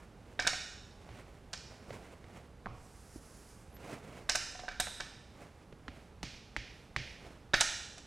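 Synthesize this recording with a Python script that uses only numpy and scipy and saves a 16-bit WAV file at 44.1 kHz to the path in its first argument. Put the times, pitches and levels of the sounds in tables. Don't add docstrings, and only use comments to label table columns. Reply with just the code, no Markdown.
import sys
import numpy as np
from scipy import signal
from scipy.fft import rfft, irfft, next_fast_len
from scipy.io import wavfile

SR = 44100
rng = np.random.default_rng(int(sys.argv[2]) if len(sys.argv) > 2 else 0)


def int16_out(signal):
    q = np.round(np.clip(np.atleast_2d(signal).T, -1, 1) * 32767)
    wavfile.write(sys.argv[1], SR, q.astype(np.int16))


N = 355446
TIME = np.arange(N) / SR
AGE = np.arange(2 ** 15) / SR

# f/Hz, relative level/dB
TICK_SPECTRUM = [(200, -2), (1000, 4), (5000, -1.5), (10000, -6), (16000, -10)]
# f/Hz, relative level/dB
HISS_SPECTRUM = [(1500, -1.5), (3500, -12), (5000, -2.5), (7000, -2.5), (10500, -6.5), (12500, -13),
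                 (16000, -26)]

THUD_FOLLOWS, FIRM_BLOW_DB = 0.66, -30.0
HISS_POWER = 0.56


def from_db(db):
    return 10 ** (np.asarray(db) / 20)


def rms_one(x):
    return x / np.sqrt(np.mean(x ** 2) + 1e-20)


def blow(x, db):
    return from_db(db) * x * np.sqrt(.005 * SR / np.sum(x ** 2))


def at_hz(points, hz):
    freqs, values = np.transpose(points)
    return np.interp(np.log(np.maximum(hz, 1)), np.log(freqs), values)


def add(track, s, sound):
    start = round(s * SR)
    track[start:start + len(sound)] += sound[:N - start]


def lowpass(x, hz):
    return signal.sosfilt(signal.butter(2, min(hz, .45 * SR), fs=SR, output="sos"), x + 1e-18)


def coloured(x, spectrum):
    size = next_fast_len(len(x), True)
    gain = from_db(at_hz(spectrum, np.fft.rfftfreq(size, 1 / SR)))
    return rms_one(irfft(rfft(x, size) * gain, size)[:len(x)])


def drift(rate):
    knots = rng.standard_normal(int(rate * N / SR) + 2)
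    return rms_one(np.interp(TIME * rate, np.arange(len(knots)), knots))


def ring(modes, scatter_db):
    hz, db, t60 = np.transpose(modes)[:, :, None]
    sign = (-1) ** np.arange(len(modes))[:, None]
    strength_db = db + scatter_db * rng.standard_normal(db.shape)
    envelope = from_db(strength_db - 60 * AGE / t60)
    return np.sum(sign * envelope * np.sin(2 * np.pi * hz * AGE), axis=0)


def wavering_tone(hz, width_hz):
    phase = 2 * np.pi * np.cumsum(hz) / SR
    return rms_one(drift(width_hz) * np.cos(phase) + drift(width_hz) * np.sin(phase))


def click(spectrum, travel):
    hz = np.fft.rfftfreq(len(AGE), 1 / SR)
    phase = 4 * np.pi * abs(travel) * np.sqrt(6000 * hz)
    return irfft(from_db(at_hz(spectrum, hz)) * np.exp(-1j * phase)) * (AGE < .2)


def edge_echoes(spectrum, delay, t60):
    return coloured(rng.standard_normal(len(AGE)), spectrum) * (AGE > delay) * from_db(-60 * AGE / t60)


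def swell(s, db, length_s):
    depth_db, rise = 16.5, 0.57
    away = np.maximum((s - TIME) / rise, (TIME - s) / (1 - rise)) / length_s
    return from_db(db - depth_db * np.minimum(away, 10))


def sweep_speed(start_s, length_s):
    fastest_at = 0.6
    marks = start_s + length_s * np.array([0, fastest_at, 1])
    return np.abs(np.sin(np.interp(TIME, marks, [0, np.pi / 2, np.pi])))


def classroom(x, build_s=0.012):
    # f/Hz, t60/s
    decay = [(100, 0.53), (500, 1.03), (1400, 0.79), (3700, 0.96), (6500, 0.85), (10000, 0.69),
             (15000, 0.56)]
    # f/Hz, relative level/dB
    colour = [(100, 3), (500, -11.5), (1400, -6.5), (3000, -4), (6000, -2.5), (9000, -3.5), (15000, -16.5)]
    age = np.arange(int(1.2 * SR)) / SR
    density = .2 + (age / (2 * build_s)) ** 2
    spread = rms_one(rng.standard_normal(len(age)) * (rng.random(len(age)) < density))
    spectrum, hz = rfft(spread), np.fft.rfftfreq(len(age), 1 / SR)
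    centres, tail = np.geomspace(60, 16000, num=12), 0
    for centre, pick in zip(centres, np.eye(len(centres))):
        band = irfft(spectrum * at_hz(np.c_[centres, pick], hz), len(age))
        tail = tail + band * from_db(at_hz(colour, centre) - 60 * age / at_hz(decay, centre))
    return signal.fftconvolve(x, tail * (age > .004) * np.sqrt(18 / SR))[:N]


def ventilation(level_db=-56):
    # f/Hz, relative level/dB
    air_spectrum = [(13, -49), (22, -15), (59, -4), (140, -12.5), (174, -12.5), (328, -18.5), (376, -20.5),
                    (409, -17), (690, -25), (815, -21.5), (910, -26), (988, -26.5), (1620, -30),
                    (1810, -32.5), (11000, -48.5), (16000, -65)]
    return from_db(level_db) * coloured(rng.standard_normal(N), air_spectrum)


def shuffle(gain_db=1.5, clump_db=1.5, grain_db=1.5):
    # t/s at the
    # height, level/dB ahead of gain_db, length/s
    moves = [(0.005, -57.5, 0.18), (0.337, -61.5, 0.66), (1.185, -55, 0.67), (1.74, -60, 0.33),
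             (1.937, -50, 0.12), (2.069, -54.5, 0.45), (2.373, -52.5, 0.21), (3.83, -57, 0.16),
             (3.939, -47, 0.18), (4.172, -53.5, 0.72), (5.425, -54.5, 0.26), (5.622, -63, 0.17),
             (5.975, -58, 0.23), (6.764, -67, 0.35), (7.285, -55, 0.38)]
    # f/Hz, relative level/dB
    cloth_spectrum = [(71, -18), (120, 3), (334, -3.5), (378, -2), (436, -1.5), (684, -3), (822, -7.5),
                      (1460, -11.5), (1720, -13.5), (2150, -12), (3590, -22), (8840, -26), (16000, -43)]
    grains = rng.standard_normal(N) * from_db(clump_db * drift(60) + grain_db * drift(700))
    gain = from_db(gain_db) * sum(swell(*move) for move in moves)
    return gain * coloured(grains, cloth_spectrum)


def clink(hz, width_hz, t60=0.028):
    radius = np.exp(-np.pi * width_hz / SR)
    chatter = rng.standard_normal(len(AGE)) * from_db(-60 * np.minimum(AGE / t60, 4))
    resonator = [1, -2 * radius * np.cos(2 * np.pi * hz / SR), radius * radius]
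    return signal.lfilter([1, 0, -1], resonator, lowpass(chatter, 1.7 * hz))


def chalk_clinks(room_db=0.5):
    # t/s, level/dB, f/Hz, width/Hz
    clink_table = [(0.474, -30.5, 5170, 2800), (1.5314, -40, 4500, 2410), (1.576, -49, 5300, 500),
                   (4.2960, -30.5, 5550, 1100), (4.318, -37, 5300, 900), (4.356, -31.5, 6200, 1300),
                   (4.357, -44, 10000, 2000), (4.8, -33, 8090, 220), (4.802, -37.5, 10700, 2600),
                   (7.610, -26.5, 5550, 2000)]
    direct = np.zeros(N)
    for s, db, pitch_hz, width_hz in clink_table:
        add(direct, s, blow(clink(pitch_hz, width_hz), db))
    return direct, from_db(room_db) * direct


def tray_knocks(ring_room_db=1.0, room_db=-1.0, echo_db=0.0, tick_db=-16.0, rocking_db=-44.5):
    # t/s, ring level/dB, contact f/Hz, boost of hollow modes/dB, bending wave level/dB,
    # top f/Hz of tick and wave, travel time of the wave/s
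    knocks = [(0.3919, -25.5, 1820, 4.5, -35, 5500, 0.0073), (0.4196, -38, 1900, -9, -42, 5500, 0.0047),
              (0.4495, -36.5, 1700, 1, -53, 5000, 0.006), (0.468, -24.5, 2050, 1, -25, 7550, 0.0059),
              (0.5300, -39.5, 800, 28, -41.5, 2000, 0.0033), (1.5319, -42.5, 2000, 9, -40.5, 7300, .0044),
              (4.291, -27, 2770, 7.5, -27.5, 8350, 0.0052), (4.3507, -29, 2220, 9, -31.5, 8500, 0.0048),
              (4.5510, -45, 990, 15, -55, 3000, 0.0034), (4.5923, -42.5, 3500, 22, -50, 4470, 0.0061),
              (4.6346, -41.5, 540, 20, -58, 2000, 0.0092), (4.6813, -33.5, 1600, 4, -44.5, 3940, 0.0066),
              (4.7135, -43, 1900, 5, -52, 4000, 0.0068), (4.7993, -27.5, 6000, 15.5, -32, 9300, 0.0037),
              (4.8685, -41.5, 1390, 25, -42.5, 1200, 0.0008), (5.0019, -35.5, 2070, 6.5, -39, 4730, 0.004),
              (7.5354, -22, 2000, 2, -27, 4600, 0.0066), (7.5404, -20, 1150, -13, -38, 3000, 0.0088),
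              (7.6040, -27.5, 5030, -6, -21, 8700, 0.0056), (7.9750, -52.5, 4000, 24, -51, 10400, 0.0068)]
    # f/Hz, relative level/dB, t60/s
    tray_modes = [(570, -18.5, 0.023), (734.5, -16.5, 0.088), (830, -30, 0.046), (994, -19, 0.02),
                  (1234, -19, 0.023), (1547, -1.5, 0.054), (1648, -6.5, 0.046), (1710, 4.5, 0.024),
                  (1745, 5.5, 0.0097), (2290, -16.5, 0.29), (2500, -16, 0.14), (2905, -22, 0.68),
                  (2980, -36, .4), (3770, 4, 0.027), (3930, -22, 0.206), (4830, -18, .2),
                  (5180, -12.5, 0.022), (5230, -10, 0.23), (5480, -25, .2), (6560, -23, 0.13)]
    # f/Hz, relative level/dB, t60/s
    rocking_modes = [(26.8, 4, 0.13), (41.1, -2, 0.067), (55.6, -8, 0.17), (79.5, -5.5, 0.061),
                     (119, -2, 0.051), (198, -13, 0.055), (287, -7, 0.068), (494, -10, 0.044)]
    # f/Hz, relative level/dB
    chirp_spectrum = [(500, -32), (1700, -0.5), (3000, -4), (5800, 1), (7200, -0.5), (9000, -8),
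                      (11000, -12), (13000, -34), (16000, -35)]
    bending_spectrum = [(200, -34), (600, 0), (1100, -2), (1700, 1), (3000, -3.5), (4200, -2.5),
                        (5800, -0.5), (7200, -5.5), (9000, -6), (11000, -19.5), (13000, -36),
                        (16000, -32.5)]
    chatter_spectrum = [(20, 0), (220, 0), (700, -40)]
    direct, sent = np.zeros((2, N))
    hollow = np.outer(np.array(tray_modes)[:, 0] < 1300, [0, 1, 0])
    for s, ring_db, contact_hz, hollow_db, wave_db, top_hz, travel in knocks:
        ringing = ring(tray_modes + hollow_db * hollow, scatter_db=2.5)
        body = blow(lowpass(ringing, contact_hz), ring_db)
        tick = blow(lowpass(edge_echoes(TICK_SPECTRUM, delay=0, t60=0.017), top_hz), ring_db + tick_db)
        chirp = blow(lowpass(click(chirp_spectrum, travel), top_hz), wave_db)
        burst = edge_echoes(bending_spectrum, delay=travel, t60=.07)
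        echoes = blow(lowpass(burst, top_hz), wave_db + echo_db)
        thud_db = rocking_db + THUD_FOLLOWS * (ring_db - FIRM_BLOW_DB)
        thud = blow(ring(rocking_modes, scatter_db=1.5), thud_db)
        add(direct, s, body + tick + chirp + echoes + thud)
        rough = .5 + coloured(rng.standard_normal(len(AGE)), chatter_spectrum)
        room_body = blow(body * rough, ring_db + ring_room_db)
        add(sent, s, from_db(room_db) * (room_body + chirp + echoes + thud))
    return direct, sent


def panel_taps(knock_room_db=-5.5, crack_direct_db=-11.0, echo_db=-8.0, firm_thud_db=-35.5):
    # t/s, knock level/dB, knock f/Hz, crack level/dB, crack top f/Hz, share for the room/dB
    tap_table = [(1.0900, -50, 745, -47, 2470, 2.5), (1.9058, -41, 563, -40, 2700, -13),
                 (2.242, -56.5, 2000, -50, 3000, -6), (2.6591, -40.5, 1550, -48, 4000, -5),
                 (2.6634, -40.5, 715, -47.5, 1190, 5.5), (2.6692, -39.5, 1080, -56.5, 1800, 8.5),
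                 (3.159, -41.5, 298, -53, 1000, -5), (3.7668, -60, 1440, -52, 5500, -14),
                 (3.802, -59, 900, -59, 4000, -10), (5.7255, -50, 464, -50, 3500, -19),
                 (5.8811, -46, 1500, -36.5, 2950, -8), (6.2300, -50, 1880, -31.5, 7160, -0.5),
                 (6.5646, -31.5, 1960, -33, 5100, -0.5), (6.9631, -29, 1990, -29, 4950, -0.5),
                 (7.2490, -53, 480, -51, 4000, -7.5), (7.3050, -55, 442, -61, 3000, -11)]
    # f/Hz, relative level/dB, t60/s
    panel_modes = [(27, -6, 0.063), (41, -9, 0.19), (60.5, 0.5, 0.14), (82.3, -6, 0.35), (109, -2, 0.14),
                   (142.2, -2.5, 0.2), (186.8, -0.5, 0.053), (250, -2.5, 0.067), (300, -5, 0.055),
                   (447, -5.5, 0.06)]
    # f/Hz, relative level/dB
    crack_spectrum = [(200, 0.5), (600, 4.5), (1100, -4.5), (2100, 4.5), (3200, 0.5), (5000, 0.5),
                      (7000, -4.5), (10000, -14.5), (16000, -8)]
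    direct, sent = np.zeros((2, N))
    for s, knock_db, knock_hz, crack_db, top_hz, room_db in tap_table:
        envelope = np.sqrt(AGE) * from_db(-60 * AGE * knock_hz / 6.0)
        knock = blow(envelope * np.sin(2 * np.pi * knock_hz * AGE), knock_db)
        crack = blow(lowpass(click(crack_spectrum, travel=0.000283), top_hz), crack_db)
        burst = edge_echoes(TICK_SPECTRUM, delay=0.001, t60=0.031)
        echoes = blow(lowpass(burst, top_hz), crack_db + echo_db)
        thud_db = firm_thud_db + THUD_FOLLOWS * (max(knock_db, crack_db) - FIRM_BLOW_DB)
        thud = blow(ring(panel_modes, scatter_db=7.0), thud_db)
        add(direct, s, thud - knock + echoes + from_db(crack_direct_db) * crack)
        add(sent, s, from_db(room_db) * (crack + from_db(knock_room_db) * (knock + thud)))
    return direct, sent


def strokes():
    # t/s at the start, length/s, level/dB at full speed
    stroke_table = [(5.92, 0.19, -75), (6.25, 0.16, -74), (6.613, 0.3, -74.5), (6.99, 0.19, -70)]
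    gain = sum(from_db(db) * sweep_speed(s, length_s) ** HISS_POWER for s, length_s, db in stroke_table)
    return gain * coloured(rng.standard_normal(N), HISS_SPECTRUM)


def circle(hiss_db=-62.5, friction_db=-11.5, pitch_power=4.0):
    # t/s at the start, length/s
    arm_sweep = (2.713, 1.01)
    speed = sweep_speed(*arm_sweep)
    grip = from_db(1.2 * drift(35))
    hiss = coloured(rng.standard_normal(N), HISS_SPECTRUM)
    friction_hz = 8300 + 1900 * speed ** pitch_power + 350 * drift(25)
    resonance = from_db(friction_db) * wavering_tone(friction_hz, width_hz=1100)
    squeak_s, squeak_db, squeak_length_s = 3.752, -60.5, 0.06
    squeak_hz, rise_hz_per_s = 11700, 21000
    glide = rise_hz_per_s * np.clip(TIME - squeak_s, -squeak_length_s, squeak_length_s)
    tone = wavering_tone(squeak_hz + glide, width_hz=350)
    squeak = swell(squeak_s, squeak_db, squeak_length_s) * tone
    return from_db(hiss_db) * speed ** HISS_POWER * grip * (hiss + resonance) + squeak


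def scene(rub_room_db=-12.5, balance_db=-3.0):
    air = ventilation()
    rubbing = shuffle() + strokes() + circle()
    knock_direct, knock_sent = tray_knocks()
    clink_direct, clink_sent = chalk_clinks()
    tap_direct, tap_sent = panel_taps()
    room = classroom(knock_sent + clink_sent + tap_sent + from_db(rub_room_db) * rubbing)
    mix = knock_direct + clink_direct + tap_direct + rubbing + room + air
    return mix * from_db([[balance_db / 2], [-balance_db / 2]])


def record(dry):
    return signal.sosfilt(signal.ellip(10, .1, 80, 15900, fs=SR, output="sos"), dry)


dry = scene()
out = record(dry)
int16_out(out)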